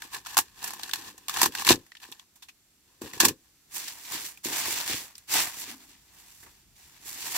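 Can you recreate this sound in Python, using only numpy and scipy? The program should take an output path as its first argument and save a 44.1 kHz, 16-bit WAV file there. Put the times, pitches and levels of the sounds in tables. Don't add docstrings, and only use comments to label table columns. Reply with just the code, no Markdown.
import sys
import numpy as np
from scipy import signal
from scipy.fft import rfft, irfft, next_fast_len
from scipy.io import wavfile

SR = 44100
rng = np.random.default_rng(int(sys.argv[2]) if len(sys.argv) > 2 else 0)


def log_audio(samples):
    frames = np.atleast_2d(samples).T
    limited = np.clip(frames, -1, 1)
    pcm = np.round(limited * 32767).astype(np.int16)
    wavfile.write(sys.argv[1], SR, pcm)


N = 325017
SIZE = next_fast_len(N + 8192)
HZ = np.maximum(np.fft.rfftfreq(SIZE, 1 / SR), 1)

# start_s, swell_s, hold_s, level_db, sag_db (over the hold), rumble_db (board, relative to the crunch)
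STROKE_MOVES = [(0.0, 0.0017, 0.27, -52, 14, -17), (0.01, 0.032, 0.015, -49, 0, -20),
                (0.1, 0.049, 0.026, -33.5, 6, -20), (0.234, 0.024, 0.089, -48.5, -9, -24),
                (0.397, 0.018, 0.15, -53, 13, -18), (0.515, 0.16, 0.094, -37.5, 21.5, -16),
                (0.707, 0.02, 0.17, -52, -9, -16), (0.916, 0.02, 0.16, -46.5, -2, -12.5),
                (1.104, 0.011, 0.24, -61, -4, -9), (1.288, 0.025, 0.038, -37.5, 13.5, -28),
                (1.321, 0.046, 0.091, -30.5, -0.5, -20), (1.491, 0.11, 0.025, -32, 4, -18.5),
                (1.633, 0.087, 0.025, -16, 17.5, -10.5), (1.78, .01, 0.12, -63, 10, -26),
                (1.99, 0.0444, 0.021, -45.5, 1.5, -22), (2.069, 0.014, 0.15, -57, 7.5, -28.5),
                (2.806, 0.08, 0.13, -68, 3, -6), (3.008, 0.011, 0.09, -44.5, 4, -19),
                (3.123, 0.016, 0.087, -42.5, 8.5, -6.5), (3.194, 0.011, 0.1, -22.5, 18, -13),
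                (3.417, 0.03, 0.073, -67.5, 10.5, -28)]
# freq_hz, density_db (per Hz)
CABBAGE_COLOUR = [(350, -22.5), (600, -29.5), (737, -8.5), (1040, 1), (1350, -12.5), (1750, 0.5),
                  (2090, -11.5), (2610, -4.5), (3080, -6.5), (4160, -5), (4650, -6), (8160, -5),
                  (9110, -13), (12700, -9), (16000, -14)]
STROKE_RELEASE_DB_PER_S, STROKE_AIR_DB = 600, -1.5


def blade():
    *timing, level_db, sag_db, _ = np.transpose(STROKE_MOVES)
    crunch = gestures(*timing, level_db, sag_db, STROKE_RELEASE_DB_PER_S)
    rasp = crackle(620, spread_db=-3.0, grain_s=0.0028, clump_db=-1.0, smooth=1.0)
    fibres = pings(700, low_hz=744, high_hz=5760, cycles=4.8, spread_db=2.5)
    rasp = rasp + from_db(-8.0) * fibres
    bands = [crunch, crunch, crunch * from_db(STROKE_AIR_DB)]
    return coloured(split(bands, rasp), CABBAGE_COLOUR)


# (crack, to -60 dB)
SNAP_EVENTS = [(0.0198, -28, 1640, -8, .018), (0.26, -31, 1260, -12, .03), (0.267, -28, 900, -8.5, 0.016),
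               (0.3693, -9.5, 930, -3.5, 0.013), (0.378, -9, 7830, -2, 0.0087),
               (0.3869, -13, 877, -0.5, .012), (0.628, -29, 1020, -3.5, 0.0087),
               (0.641, -31.5, 946, 5.5, .03), (0.676, -36.5, 1600, 5.5, .04), (0.706, -28, 1000, -3, 0.011),
               (0.7348, -29.5, 990, 0.5, 0.0086), (0.7951, -29, 970, -9.5, 0.012),
               (0.832, -23, 3940, -12, 0.027), (0.8926, -31, 1600, -7, 0.029),
               (0.9114, -25.5, 3560, -14, .016), (0.9346, -12, 4160, -8.5, 0.013),
               (0.957, -29, 4270, -4.5, 0.015), (1.178, -42, 6360, -2.5, 0.028),
               (1.2825, -21, 2720, -4.5, 0.016), (1.2937, -21.5, 1100, -6, 0.025),
               (1.3397, -24.5, 3370, -6, 0.023), (1.3702, -20, 1036, -6.5, 0.015),
               (1.4159, -8, 930, -0.5, 0.012), (1.4302, -10, 5850, -4.5, .022),
               (1.4395, -16, 980, -8.5, .012), (1.458, -14.5, 1040, -2.5, 0.021),
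               (1.521, -36.5, 2970, -9, 0.022), (1.5501, -20, 1710, -8, 0.019),
               (1.5837, -24, 2700, -19.5, 0.015), (1.6205, -27.5, 1090, -2, 0.02),
               (1.6484, -19, 4110, -6.5, 0.014), (1.6672, -16, 2400, -4, 0.024),
               (1.6761, -14.5, 1100, -5, .011), (1.6897, -1, 4150, -10.5, 0.011),
               (1.695, -6, 2320, -12.5, 0.0075), (1.7063, -3.5, 810, -12, 0.0097),
               (1.864, -49.5, 1690, -5, 0.024), (1.9186, -34.5, 1950, -21.5, 0.011),
               (1.951, -35.5, 1930, -27, 0.02), (1.968, -39, 3050, -21, 0.026),
               (2.0, -46.5, 3000, -9, 0.035), (2.028, -38, 4300, -18, 0.035),
               (2.117, -42, 6560, 3.5, 0.013), (2.123, -30, 3300, -17, 0.016),
               (2.1954, -33.5, 3430, -15, 0.014), (2.355, -59.5, 2540, 6.5, 0.092),
               (2.422, -41, 3500, -7, 0.091), (2.4848, -40, 2590, -10.5, 0.061),
               (3.0182, -35.5, 1020, 3.5, 0.012), (3.134, -31, 2020, -5, 0.017),
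               (3.201, -6, 6130, -7.5, 0.046), (3.2323, -18.5, 796, -9.5, 0.011),
               (3.2473, -14, 1010, -3, 0.0096), (3.2505, -8, 6700, -2.5, 0.026),
               (3.2827, -17.5, 6400, -6, 0.036)]


def snaps():
    return bursts(SNAP_EVENTS, CABBAGE_COLOUR, trim_db=0.5, body_db=1.5, air_db=5.5, tilt_db=0.5,
                  ring_db=-1, tail_db=-12, tail_t60=0.08)


# start_s, level_db (before chance), shudder_db (table)
KNOCK_EVENTS = [(0.384, -29, -56), (1.43, -20, -43), (1.46, -24, -48), (1.705, -4, -36),
                (2.088, -44.5, -62), (3.016, -25.5, -39), (3.233, -14.5, -39), (3.252, -18.5, -41),
                (3.288, -34, -59), (4.456, -25, -41.5), (4.681, -32.5, -59), (4.897, -30, -43.5),
                (6.428, -55, -58)]
# freq_hz, level_db, decay_s (to -60 dB)
BOARD_MODES = [(256, -14.5, 0.11), (342.5, -1.5, 0.042), (438, -23.5, 0.072)]


def knocks():
    start_s, level_db, _ = np.transpose(KNOCK_EVENTS)
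    chance_db = rng.normal(0, 1.5, (len(start_s), len(BOARD_MODES)))
    ringing = np.zeros(N)
    for k, (hz, mode_db, t60) in enumerate(BOARD_MODES):
        clicks = np.full(N, 1e-18)
        clicks[np.round(start_s * SR).astype(int)] = from_db(level_db + mode_db + chance_db[:, k])
        r, w = from_db(-60 / (t60 * SR)), 2 * np.pi * hz / SR
        ringing += signal.lfilter([0, np.sin(w)], [1, -2 * r * np.cos(w), r * r], clicks)
    band = signal.butter(3, [200, 900], "band", fs=SR, output="sos")
    return np.array([signal.sosfilt(band, ringing), np.zeros(N)])


# start_s, swell_s, hold_s, level_db (before drift), sag_db (over the hold)
RUSTLE_MOVES = [(3.68, 0.088, 0.28, -35, 16), (3.946, 0.15, 0.031, -42.5, -2),
                (4.082, 0.062, 0.14, -31, 10.5), (4.427, 0.025, 0.084, -33, 1),
                (4.489, 0.099, 0.22, -29, 1), (4.822, 0.079, .11, -28.5, 8), (5.058, 0.044, 0.15, -61.5, 1),
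                (5.266, 0.082, 0.09, -21, 4.5), (5.517, 0.021, 0.042, -50.5, -10),
                (5.548, 0.064, 0.025, -38, 4), (5.648, 0.03, 0.025, -43, -2.5),
                (5.772, 0.015, 0.065, -62, -5.5), (5.859, 0.047, 0.11, -50.5, 18),
                (5.953, 0.25, 0.4, -53, 9.5), (6.524, 0.26, 0.024, -81, 8.5),
                (6.749, 0.012, 0.38, -59, -8.5), (7.029, 0.037, 0.21, -46, -8),
                (7.204, 0.13, 0.039, -33.5, -11)]
# freq_hz, density_db (per Hz)
BAG_COLOUR = [(320, -31.5), (550, -17), (950, -2), (1360, -8.5), (1700, -2), (2990, -2.5), (7790, -1),
              (9230, -7.5), (14500, -6.5), (16000, -8.5)]
RUSTLE_RELEASE_DB_PER_S = 221


def film():
    rustle = gestures(*np.transpose(RUSTLE_MOVES), RUSTLE_RELEASE_DB_PER_S)
    folds = [rustle * from_db(2.16 * drift(8.5)) for band in range(3)]
    creases = crackle(900, spread_db=3.5, grain_s=.0007, clump_db=2.5, smooth=1.9)
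    crinkles = from_db(-15.5) * pings(700, low_hz=680.0, high_hz=12630, cycles=8.3, spread_db=0.0)
    return coloured(split(folds, creases + crinkles), BAG_COLOUR)


# (crack, to -60 dB)
POP_EVENTS = [(3.8809, -18, 5520, -11.5, 0.017), (4.3735, -32.5, 2570, -6, .015),
              (4.4475, -14, 7000, -20, .012), (5.1533, -26.5, 4980, -18, 0.017),
              (5.18, -27.5, 8300, -18, 0.019), (6.4265, -39.5, 1930, -4, 0.089),
              (6.461, -41.5, 1100, -5, 0.099), (7.3514, -21, 890, -10, .015)]


def pops():
    return bursts(POP_EVENTS, BAG_COLOUR, trim_db=-15.0, body_db=15.5, air_db=10.5, tilt_db=8,
                  ring_db=-7.5, tail_db=-6.5, tail_t60=0.096)


# freq_hz, density_db (per Hz)
TABLE_COLOUR = [(15, -50.5), (25, -19), (97, -2.5), (221, -4), (317, 2.5), (540, -7.5), (600, -21),
                (780, -32), (1320, -120)]
SHUDDER_RISE_S, SHUDDER_DB_PER_S = 0.024, 356
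RUSTLE_RUMBLE_DB = -22


def rumble():
    *timing, level_db, sag_db, rumble_db = np.transpose(STROKE_MOVES)
    knock_s, _, shudder_db = np.transpose(KNOCK_EVENTS)
    dragging = gestures(*timing, level_db + rumble_db, sag_db, SHUDDER_DB_PER_S)
    rustle = gestures(*np.transpose(RUSTLE_MOVES), RUSTLE_RELEASE_DB_PER_S)
    shudder = gestures(knock_s, SHUDDER_RISE_S, 0, shudder_db, 0, SHUDDER_DB_PER_S)
    shaking = dragging + from_db(RUSTLE_RUMBLE_DB) * rustle + shudder
    grains = crackle(140, spread_db=5.0, grain_s=0.0024, clump_db=0.5, smooth=1.5)
    return coloured(shaking * grains, TABLE_COLOUR)


# start_s, swell_s, hold_s, level_db, sag_db (over the hold)
RUB_MOVES = [(5.646, 0.058, 0.28, -53, 19)]
RUB_HZ, RUB_WIDTH_HZ = 268, 78


def rubs():
    edges_hz = [RUB_HZ - RUB_WIDTH_HZ / 2, RUB_HZ + RUB_WIDTH_HZ / 2]
    resonance = signal.butter(2, edges_hz, "band", fs=SR, output="sos")
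    hum = rms_one(signal.sosfilt(resonance, rng.standard_normal(N)))
    return gestures(*np.transpose(RUB_MOVES), SHUDDER_DB_PER_S) * hum * [[1], [0]]


# time_s, level_db (before drift)
BREEZE_LEVEL = [(0.0, -66), (1.718, -78), (7.37, -67)]
# freq_hz, density_db (per Hz)
BREEZE_TONE = [(18, -26), (35, -5), (60, -2), (110, -7), (220, -12.5), (400, -50.5)]


def breeze():
    level_db = np.interp(np.arange(N) / SR, *np.transpose(BREEZE_LEVEL)) + 1.3 * drift(6)
    return from_db(level_db) * coloured(rng.standard_normal((2, N)), BREEZE_TONE)


# freq_hz, density_db (per Hz)
NIGHT_COLOUR = [(24, -67.5), (40, -13), (305, -0.5), (556, -13.5), (1020, -10.5), (7730, -5), (9500, -12),
                (13500, -9.5), (16000, -15)]
NIGHT_DB = -64.5


def night():
    level_db = NIGHT_DB + 0.87 * drift(0.49)
    return from_db(level_db) * coloured(rng.standard_normal((2, N)), NIGHT_COLOUR)


# freq_hz, balance_db (left minus right)
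PORT_LEVEL_GAP = [(60, 1), (150, 4.5), (450, 2), (700, 13.5), (1000, 2), (5000, 2), (8000, -2.5),
                  (10500, -8.5)]
# freq_hz, phase_rad (left lead)
PORT_PHASE_GAP = [(500, 0), (900, -.5), (2800, -.2), (4050, -11), (16500, -66)]
# freq_hz, likeness (0 apart to 1 alike)
PORT_ALIKE = [(30, .75), (250, .99), (500, .96), (1000, .7), (2000, .4), (15000, .2)]


def ports(pair):
    shared, apart = rfft(pair, SIZE)
    alike = np.clip(at_hz(PORT_ALIKE), 0, 1)
    phase = np.interp(HZ, *np.transpose(PORT_PHASE_GAP))
    tilt = from_db(at_hz(PORT_LEVEL_GAP) / 2) * np.exp(.5j * phase)
    shared, apart = np.sqrt(1 + alike) * shared, np.sqrt(1 - alike) * apart
    return irfft([(shared + apart) * tilt, (shared - apart) / tilt], SIZE)[:, :N]


CRACK_RISE_SHARE = .04
MIDDLE_RING_HZ = 2000
RING_FLOOR_HZ = 720


def bursts(events, spectrum, trim_db, body_db, air_db, tilt_db, ring_db, tail_db, tail_t60):
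    levels, rings = np.zeros((3, N + SR)), np.zeros((2, N + SR))
    t = np.arange(SR // 8) / SR
    tail = (1 - np.exp(-t / 0.0046)) * from_db(tail_db - 60 * t / tail_t60)
    jolts = rng.standard_normal((len(events), 2, len(t)))
    for (start_s, level_db, hz, breadth_db, t60), jolt in zip(events, jolts):
        place = slice(round(start_s * SR), round(start_s * SR) + len(t))
        crack = (1 - np.exp(-t / (CRACK_RISE_SHARE * t60))) * from_db(-60 * t / t60)
        lean_db = tilt_db * np.log2(hz / MIDDLE_RING_HZ)
        bands_db = np.array([[breadth_db + body_db - lean_db], [0], [breadth_db + air_db + lean_db / 2]])
        levels[:, place] += from_db(level_db + trim_db + bands_db) * (crack + tail)
        ring = resonate(jolt * crack, hz, np.exp(-np.pi * hz / 6 / SR))
        rings[:, place] += from_db(level_db + ring_db) * ring / np.abs(ring).max()
    cracks = coloured(split(levels[:, :N], rng.standard_normal((2, N))), spectrum)
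    floor = signal.butter(4, RING_FLOOR_HZ, "high", fs=SR, output="sos")
    return cracks + signal.sosfilt(floor, rings[:, :N] + 1e-18)


def gestures(start, swell, hold, level_db, sag_db, release_db_per_s):
    gain = np.full(N, 1e-9)
    for start_s, swell_s, hold_s, top_db, drop_db in np.broadcast(start, swell, hold, level_db, sag_db):
        at, rise, held = round(start_s * SR), max(swell_s, .002), max(hold_s, .002)
        t = np.arange(min(N - at, SR)) / SR
        fall_db = drop_db * np.clip((t - rise) / held, 0, 1)
        fall_db = fall_db + release_db_per_s * np.maximum(t - rise - held, 0)
        gain[at:][:len(t)] += np.minimum(t / rise, 1) ** 2 * from_db(top_db - fall_db)
    return gain


def crackle(per_s, spread_db, grain_s, clump_db, smooth):
    born = rng.random(N) < per_s * from_db(clump_db * drift(25)) / SR
    sizes = from_db(spread_db * np.minimum(rng.exponential(1, N), 4))
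    grains = signal.lfilter([1], [1, -np.exp(-1 / (grain_s * SR))], born * sizes + 1e-18)
    return rms_one((rms_one(grains) + smooth) * rng.standard_normal((2, N)))


def pings(per_s, low_hz, high_hz, cycles, spread_db):
    sizes = from_db(spread_db * np.minimum(rng.exponential(1, N), 4))
    breaks = sizes * (rng.random(N) < per_s / SR) * rng.standard_normal((2, N))
    dealt, total = rng.integers(0, 9, N), 0
    for k, hz in enumerate(np.geomspace(low_hz, high_hz, 9)):
        ring = resonate(breaks * (dealt == k) + 1e-18, hz, from_db(-60 * hz / (cycles * SR)))
        total = total + rms_one(ring) * np.sqrt(hz)
    return rms_one(total)


def resonate(x, hz, r):
    return signal.lfilter([1, 0, -1], [1, -2 * r * np.cos(2 * np.pi * hz / SR), r * r], x)


BODY_SPLIT_HZ, AIR_SPLIT_HZ = 1900, 5500


def split(levels, pair):
    body, below_air = (signal.sosfiltfilt(signal.butter(2, hz, fs=SR, output="sos"), pair)
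                       for hz in (BODY_SPLIT_HZ, AIR_SPLIT_HZ))
    return levels[0] * body + levels[1] * (below_air - body) + levels[2] * (pair - below_air)


def coloured(x, spectrum):
    cepstrum = irfft(np.log(rms_one(from_db(np.maximum(at_hz(spectrum), -90)))), SIZE)
    cepstrum[1:SIZE // 2] *= 2
    cepstrum[SIZE // 2 + 1:] = 0
    return irfft(rfft(x, SIZE) * np.exp(rfft(cepstrum)), SIZE)[..., :N]


def drift(rate):
    r = np.exp(-80 * np.pi * rate / SR)
    slow = signal.lfilter([1], [1, -2 * r, r * r], rng.standard_normal(N // 40 + 2002))[2000:]
    return np.interp(np.arange(N) / 40, np.arange(len(slow)), rms_one(slow))


def at_hz(points):
    hz, value = np.transpose(points)
    return np.interp(np.log(HZ), np.log(hz), value)


def from_db(db):
    return 10 ** (np.asarray(db) / 20)


def rms_one(x):
    return x / np.sqrt(np.mean(x ** 2) + 1e-20)


def scene():
    cutting = blade() + snaps() + knocks()
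    bag = film() + pops()
    table = rumble() + rubs()
    return ports(cutting + bag + table + breeze() + night())


STOPBAND_HZ = 16600


def record(dry):
    rounded = 0.95 * np.tanh(dry / 1.376)
    return signal.sosfilt(signal.cheby2(14, 70, STOPBAND_HZ, fs=SR, output="sos"), rounded)


dry = scene()
out = record(dry)
log_audio(out)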